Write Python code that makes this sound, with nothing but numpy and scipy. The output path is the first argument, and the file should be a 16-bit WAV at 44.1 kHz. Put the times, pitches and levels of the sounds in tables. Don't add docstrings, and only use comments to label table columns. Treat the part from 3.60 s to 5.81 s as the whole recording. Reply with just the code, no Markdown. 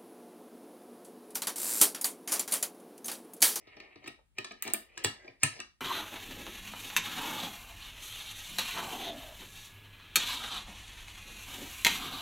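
import sys
import numpy as np
from scipy import signal
from scipy.fft import rfft, irfft, next_fast_len
from scipy.io import wavfile
from scipy.ndimage import uniform_filter1d

SR = 44100
rng = np.random.default_rng(int(sys.argv[2]) if len(sys.argv) > 2 else 0)


def amp(db):
    return 10 ** (np.asarray(db, float) / 20)


def write(x):
    x = np.atleast_2d(x).T
    wavfile.write(sys.argv[1], SR, np.round(np.clip(x, -1, 1) * 32767).astype(np.int16))


N = 97328

# pitch in Hz, strength in dB, time to fade by 60 dB in seconds.
TABLE_RING = [(1007, 10, 0.013), (1288, 0, 0.056), (1714.5, 1.5, 0.032), (1850, 3, 0.04), (2200, 1.5, .03),
              (2368, 9, 0.03), (2701, 5, 0.027), (2920, -2, 0.048), (3570, 3, 0.016), (3883, 2, 0.039),
              (4404, -5.5, 0.054)]
# pitch in Hz, strength in dB, time to fade by 60 dB in seconds.
TABLE_THUD = [(219.3, -10.5, 0.12), (281.5, -8, 0.1), (342, 3.5, 0.041), (401.3, -3, 0.053),
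              (484, -3.5, 0.039), (649, 2.5, 0.034), (762, 3.5, 0.022)]


def unit(x):
    return x / np.sqrt(np.mean(x ** 2) + 1e-30)


def colour(x, points):
    hz, db = np.array(points, float).T
    size = next_fast_len(x.shape[-1] + 2048)
    f = np.arange(size // 2 + 1) * SR / size + 1
    gain = amp(np.interp(np.log(f), np.log(hz), db))
    return irfft(rfft(x, size) * gain, size)[..., :x.shape[-1]]


def ring(modes, secs, rise_s=0.00021, scatter_db=1):
    detune = 0.023
    t = np.arange(int(secs * SR)) / SR
    modes = np.array(modes, float)
    chance = rng.standard_normal((len(modes), 3))
    hz = modes[:, :1] * (1 + detune * chance[:, :1])
    gain = amp(modes[:, 1:2] + scatter_db * chance[:, 1:2]) * np.sign(chance[:, 2:])
    fade = np.exp(-np.log(1000) * t / modes[:, 2:])
    tones = (gain * np.sin(2 * np.pi * hz * t) * fade).sum(0)
    return tones * (1 - np.exp(-(t / rise_s) ** 2))


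def burst(secs):
    contacts_per_s, scatter_db, rebound_db = 2100, 5.5, -6
    chance = rng.random((40, 3))
    at = np.cumsum(-np.log(1 - chance[:, 0])) / contacts_per_s
    at -= at[0]
    gain = np.exp(-(at / max(secs, 1e-4)) ** 2)
    gain *= amp(scatter_db * 2 * (chance[:, 1] - .5)) * np.sign(chance[:, 2] - .5)
    gain[1:] *= amp(rebound_db)
    clicks = np.zeros(int(.06 * SR))
    np.add.at(clicks, np.minimum(at * SR, len(clicks) - 1).astype(int), gain)
    return clicks


def crack(clicks, points, t60):
    fade = np.exp(-2 * np.log(1000) * np.arange(2048) / SR / t60)
    power = np.abs(signal.fftconvolve(clicks ** 2, fade))
    return colour(rng.standard_normal(len(power)), points) * np.sqrt(power)


def add(out, start, db, x):
    peak = np.sqrt(uniform_filter1d(x ** 2, size=256).max())
    i = int(start * SR)
    out[i:i + len(x)] += (x * amp(db) / peak)[:N - i]


def air():
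    # pitch in Hz, relative level in dB.
    air_colour = [(15, -73), (25, -28), (39, -8.5), (63, -14.5), (102, -24), (503, -41.5), (2220, -47),
                  (5280, -50.5), (9570, -42.5), (16000, -56)]
    level_db = -69.5
    mid, side = colour(rng.standard_normal((2, N)), air_colour)
    side = colour(side, [(100, -1.5), (600, -4.5), (3000, 6.5), (8000, -11)])
    return amp(level_db) * (mid + side * np.array([[1], [-1]])) / np.std(mid)


def wander(x):
    drift, drifts_per_s = 0.045, 6
    hold = int(SR / drifts_per_s)
    steps = np.repeat(rng.standard_normal(N // 1000 + 1), hold)[:N]
    pace = uniform_filter1d(steps, hold)
    return np.interp(np.cumsum(1 + drift * (pace - pace.mean())), np.arange(N), x)


def scrape():
    # time in seconds, level of the ring in dB, of the thud band in dB,
    # of the treble in dB; at the start the treble is the fading tail of a ball snap.
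    curves = [
        [(0.0, -73, -68.5, -61.5), (.045, -65, -69, -87), (0.12, -57, -63.5, -87), (0.248, -59, -61, -81),
         (0.33, -60.5, -66, -87), (0.398, -66, -70.5, -104), (0.45, -56, -61, -65), (0.538, -70, -89, -91),
         (0.6, -83, -63, -86)],
        [(0.8, -74, -78, -88.5), (0.886, -72, -78.5, -86), (0.95, -81.5, -65, -74), (1.006, -66, -78, -82.5),
         (1.048, -46, -63.5, -67), (1.13, -59.5, -58.5, -80.5)],
        [(1.2, -63, -62, -80.5), (1.278, -68.5, -73, -101.5), (1.396, -59, -60, -55.5),
         (1.44, -47.5, -50.5, -79.5)],
        [(1.55, -66, -65, -76), (1.662, -58.5, -59.5, -69), (1.8, -81, -79, -91.5)],
        [(1.93, -54, -58.5, -56), (1.984, -58, -55, -55), (2.056, -79.5, -77, -79), (2.12, -85.5, -101, -93)],
        [(.76, -77, -80, -87), (.784, -40, -58, -52)],
        [(1.805, -73, -84.5, -68.5), (1.832, -34, -59, -45.5)],
    ]
    # pitch in Hz, strength in dB, time to fade by 60 dB in seconds.
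    rub = (2310, 13.4, 0.023)
    hiss = [(5300, 5, 0.004), (7490, -3.5, 0.0039), (9200, -5, 0.0046), (14100, -8, .002)]
    grains_per_s, grain_scatter = 900, 5
    t = np.arange(N) / SR
    out = np.zeros((3, N))
    for k, modes in enumerate((TABLE_RING + [rub], TABLE_THUD, hiss)):
        chance = rng.random((N, 3))
        strength = (1 - chance[:, 1]) ** (-grain_scatter / 20) * np.sign(chance[:, 2] - .5)
        grains = (chance[:, 0] < grains_per_s / SR) * strength
        damped = [(hz, db, 0.36 * t60) for hz, db, t60 in modes]
        rubbed = signal.fftconvolve(grains, ring(damped, .08, scatter_db=0.0))[:N]
        rubbed = unit(wander(rubbed))
        for curve in curves:
            rows = np.array(curve)
            begun, left = t - rows[0, 0] + .01, rows[-1, 0] - t + .002
            fade = np.clip(np.minimum(begun, left) / .006, 0, 1)
            out[k] += rubbed * fade * amp(np.interp(t, rows[:, 0], rows[:, 1 + k]))
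    return out.sum(0)


def echoes():
    # centre in Hz, time to fade by 60 dB in seconds, relative level in dB,
    # likeness of left and right from 0 to 1.
    bands = [(103, 0.28, -12.5, 0.84), (268, 0.23, -6, 0.99), (552, 0.18, -3, 0.1), (1320, 0.3, -5.5, 0),
             (2830, 0.26, -4, 0), (4670, 0.29, -4, 0.53), (7000, .24, -13, 0.1), (10900, 0.21, -10.5, 1),
             (14850, 0.19, -15, 1)]
    t = np.arange(int(.5 * SR)) / SR
    f = np.log(np.arange(len(t) // 2 + 1) * SR / len(t) + 1)
    centres = np.log(np.array(bands)[:, 0])
    tail = 0
    for k, (hz, t60, db, like) in enumerate(bands):
        share = np.sqrt(np.interp(f, centres, np.arange(len(bands)) == k))
        mid, side = irfft(rfft(rng.standard_normal((2, len(t)))) * share, len(t))
        pair = np.sqrt(1 + like) * mid + np.sqrt(1 - min(like, 1)) * side * np.array([[1], [-1]])
        rise = np.clip((t - 0.00075) / 0.0015, 0, 1)
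        fade = np.exp(-np.log(1000) * t / t60) * rise
        tail = tail + amp(db) * pair * fade / np.sqrt(np.sum(fade ** 2))
    return tail


def room(x):
    # pitch in Hz, level in dB.
    echo_colour = [(1550, 1), (1830, 4), (2450, -3), (2930, 4), (3450, 1), (3930, -0.5), (5100, -2)]
    spot_s = .16
    t = np.arange(N) / SR
    out = np.zeros((2, N))
    x = colour(x, [(1200, 0)] + echo_colour + [(7000, 0.0033)])
    for s in np.arange(0, t[-1] + spot_s, spot_s):
        a, b = max(int((s - spot_s) * SR), 0), min(int((s + spot_s) * SR), N)
        window = np.sqrt(np.clip(1 - np.abs(t - s) / spot_s, 0, 1))
        moment = (x * window)[None, a:b]
        returned = signal.fftconvolve(moment, echoes(), axes=1)[:, :N - a]
        out[:, a:a + returned.shape[1]] += returned
    return out


def knocks():
    # start in seconds, level of the ring in dB, of the thud in dB,
    # of the deep boom in dB, burst length in seconds.
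    blows = [(0.071, -57, -53.5, -65, 0.014), (.167, -50.5, -50.5, -64, 0.0048),
             (0.201, -46.5, -51, -70, 0.001), (0.358, -53, -50.5, -60.5, 0.003),
             (0.441, -53, -50.5, -82, 0.0038), (0.46, -46.5, -51, -64, 0.0031),
             (0.475, -40.5, -43, -57.5, 0.0043), (0.7831, -35, -41, -52.5, 0.0029),
             (0.845, -38.5, -50, -75.5, 0.0025), (0.909, -43, -46.5, -78, 0.0098),
             (1.0232, -40, -62, -77.5, 0.0042), (1.051, -45, -44.5, -61, 0.0013),
             (1.0608, -45.5, -45, -66, .002), (1.0688, -40, -41, -62, 0.0073),
             (1.0782, -35.5, -41.5, -64, 0.0012), (1.101, -45, -60.5, -73, 0.0025),
             (1.137, -39, -36, -70, 0.0032), (1.144, -37, -52, -81.5, 0.001),
             (1.374, -39.5, -49.5, -64.5, 0.0037), (1.4423, -31, -32.5, -62, 0.006),
             (1.4457, -24.5, -41.5, -37.5, 0.0026), (1.646, -59, -49.5, -69.5, 0.0064),
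             (1.678, -50, -50, -61.5, 0.0016), (1.8311, -23.5, -35.5, -30, 0.0062),
             (1.99, -45.5, -48.5, -59.5, 0.0048), (2.001, -38.5, -54.5, -66.5, 0.0026)]
    # pitch in Hz, strength in dB, time to fade by 60 dB in seconds.
    boom = [(107, -7.5, 0.1), (122.3, -4.5, .08), (137, -7.5, 0.08)]
    # pitch in Hz, relative level in dB.
    clack_colour = [(500, -12), (1000, 3.5), (1700, -12), (2500, -6), (3900, -2), (5500, -1), (7000, -25.5)]
    clack_db, clack_t60_s = -1, 0.019
    thud_rise_s, boom_rise_s = 0.0042, 0.018
    out = np.zeros(N)
    for start, db, thud_db, boom_db, secs in blows:
        add(out, start, db, ring(TABLE_RING, 0.13, secs / 2))
        add(out, start, db + clack_db, crack(burst(secs), clack_colour, clack_t60_s))
        add(out, start, thud_db, ring(TABLE_THUD, 0.11, thud_rise_s))
        add(out, start, boom_db, ring(boom, 0.19, boom_rise_s, scatter_db=1.85))
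    return out


def pings():
    # start in seconds, level in dB, pitch in Hz.
    notes = [(.2025, -43, 2450), (.4775, -38, 2550), (.7848, -27, 2572), (.847, -48.5, 2840),
             (.912, -42, 2557), (1.0255, -39, 1880), (1.0505, -46.5, 2400), (1.137, -38, 2405),
             (1.1445, -31, 2420), (1.376, -40, 1780), (1.447, -25.5, 2418), (1.680, -42, 2354),
             (1.8335, -22, 2415), (2.002, -37.5, 2590)]
    t60_s, rise_s = 0.024, 0.00091
    overtone, overtone_db = 1.9, -16.5
    out = np.zeros(N)
    for start, db, hz in notes:
        modes = [(hz, 0, t60_s), (overtone * hz, overtone_db, 0.69 * t60_s)]
        add(out, start, db, ring(modes, .04, rise_s, scatter_db=3.5))
    return out


def snaps():
    # start in seconds, level in dB, pitch of the ring in Hz,
    # level of the top ring in dB, burst length in seconds.
    hits = [(0.203, -57.5, 6660, -80, 0.002), (0.465, -56, 6440, -72.5, 0.0079),
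            (.477, -40.5, 8160, -50, 0.0047), (0.7847, -38, 7000, -48, 0.0034),
            (0.845, -41, 6470, -73.5, 0.0073), (0.92, -50.5, 7240, -75.5, 0.004),
            (1.024, -28, 8960, -24.5, 0.004), (1.038, -40.5, 8800, -45, 0.0025),
            (1.0772, -34, 7800, -48, .005), (1.101, -43, 8320, -56.5, 0.0049),
            (1.1357, -18, 9700, -22.5, 0.00024), (1.137, -22, 10300, -20.5, 0.0066),
            (1.378, -35.5, 7000, -51.5, 0.002), (1.4398, -31.5, 8740, -34.5, 0.014),
            (1.4455, -19.5, 7850, -32, 0.0061), (1.8331, -11.5, 8280, -29, 0.0036),
            (2.002, -35, 6840, -59, 0.0036)]
    # pitch in Hz, relative level in dB.
    splash_colour = [(3000, -10), (5500, -4.5), (7000, -2.5), (9500, 7.5), (11500, -8), (13000, -26)]
    splash_db, splash_t60_s = -6.5, 0.017
    top = [(13000, -2, .002), (13150, 0, 0.00077), (15500, -2, .002)]  # Hz, dB, seconds to fade by 60 dB
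    out = np.zeros(N)
    for start, db, hz, top_db, secs in hits:
        clicks = burst(secs)
        tick = [(hz, 0, 0.0029), (0.797 * hz, -7, .003), (1.176 * hz, -6, .003)]
        add(out, start, db, signal.fftconvolve(clicks, ring(tick, .01)))
        add(out, start, db + splash_db, crack(clicks, splash_colour, splash_t60_s))
        add(out, start, top_db, signal.fftconvolve(clicks, ring(top, .01)))
    return out


def scene():
    ping_room_db = -7
    wide = scrape() + knocks() + snaps()
    ping = pings()
    return wide + ping + room(wide + amp(ping_room_db) * ping) + air()


def top_cut(x):
    return signal.sosfilt(signal.butter(12, 17160, fs=SR, output="sos"), x)


def record(dry):
    # pitch in Hz, phase by which left leads in radians,
    # left minus right in dB.
    ports = [(0, 0, 2.5), (380, -.7, 3), (860, -2.1, 1), (1890, -.9, 0), (2580, .27, .3), (5550, 3.14, .3),
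             (8600, 6.28, 0), (11900, 9.42, 0), (15300, 12.57, 0), (17000, 14.2, 0)]
    # pitch in Hz, level in dB.
    mic_colour = [(25, -16.5), (60, -2.5), (5500, -3.5), (10500, -8), (12000, -2.5), (15900, -7),
                  (16250, -28.5), (17000, -29)]
    hz, lead, level_db = np.array(ports).T
    size = next_fast_len(N + 2048)
    f = np.arange(size // 2 + 1) * SR / size
    half = amp(np.interp(f, hz, level_db) / 2) * np.exp(.5j * np.interp(f, hz, lead))
    heard = irfft(rfft(dry, size) * np.array([half, 1 / half]), size)[:, :N]
    return top_cut(colour(heard, mic_colour))


dry = scene()
out = record(dry)
write(out)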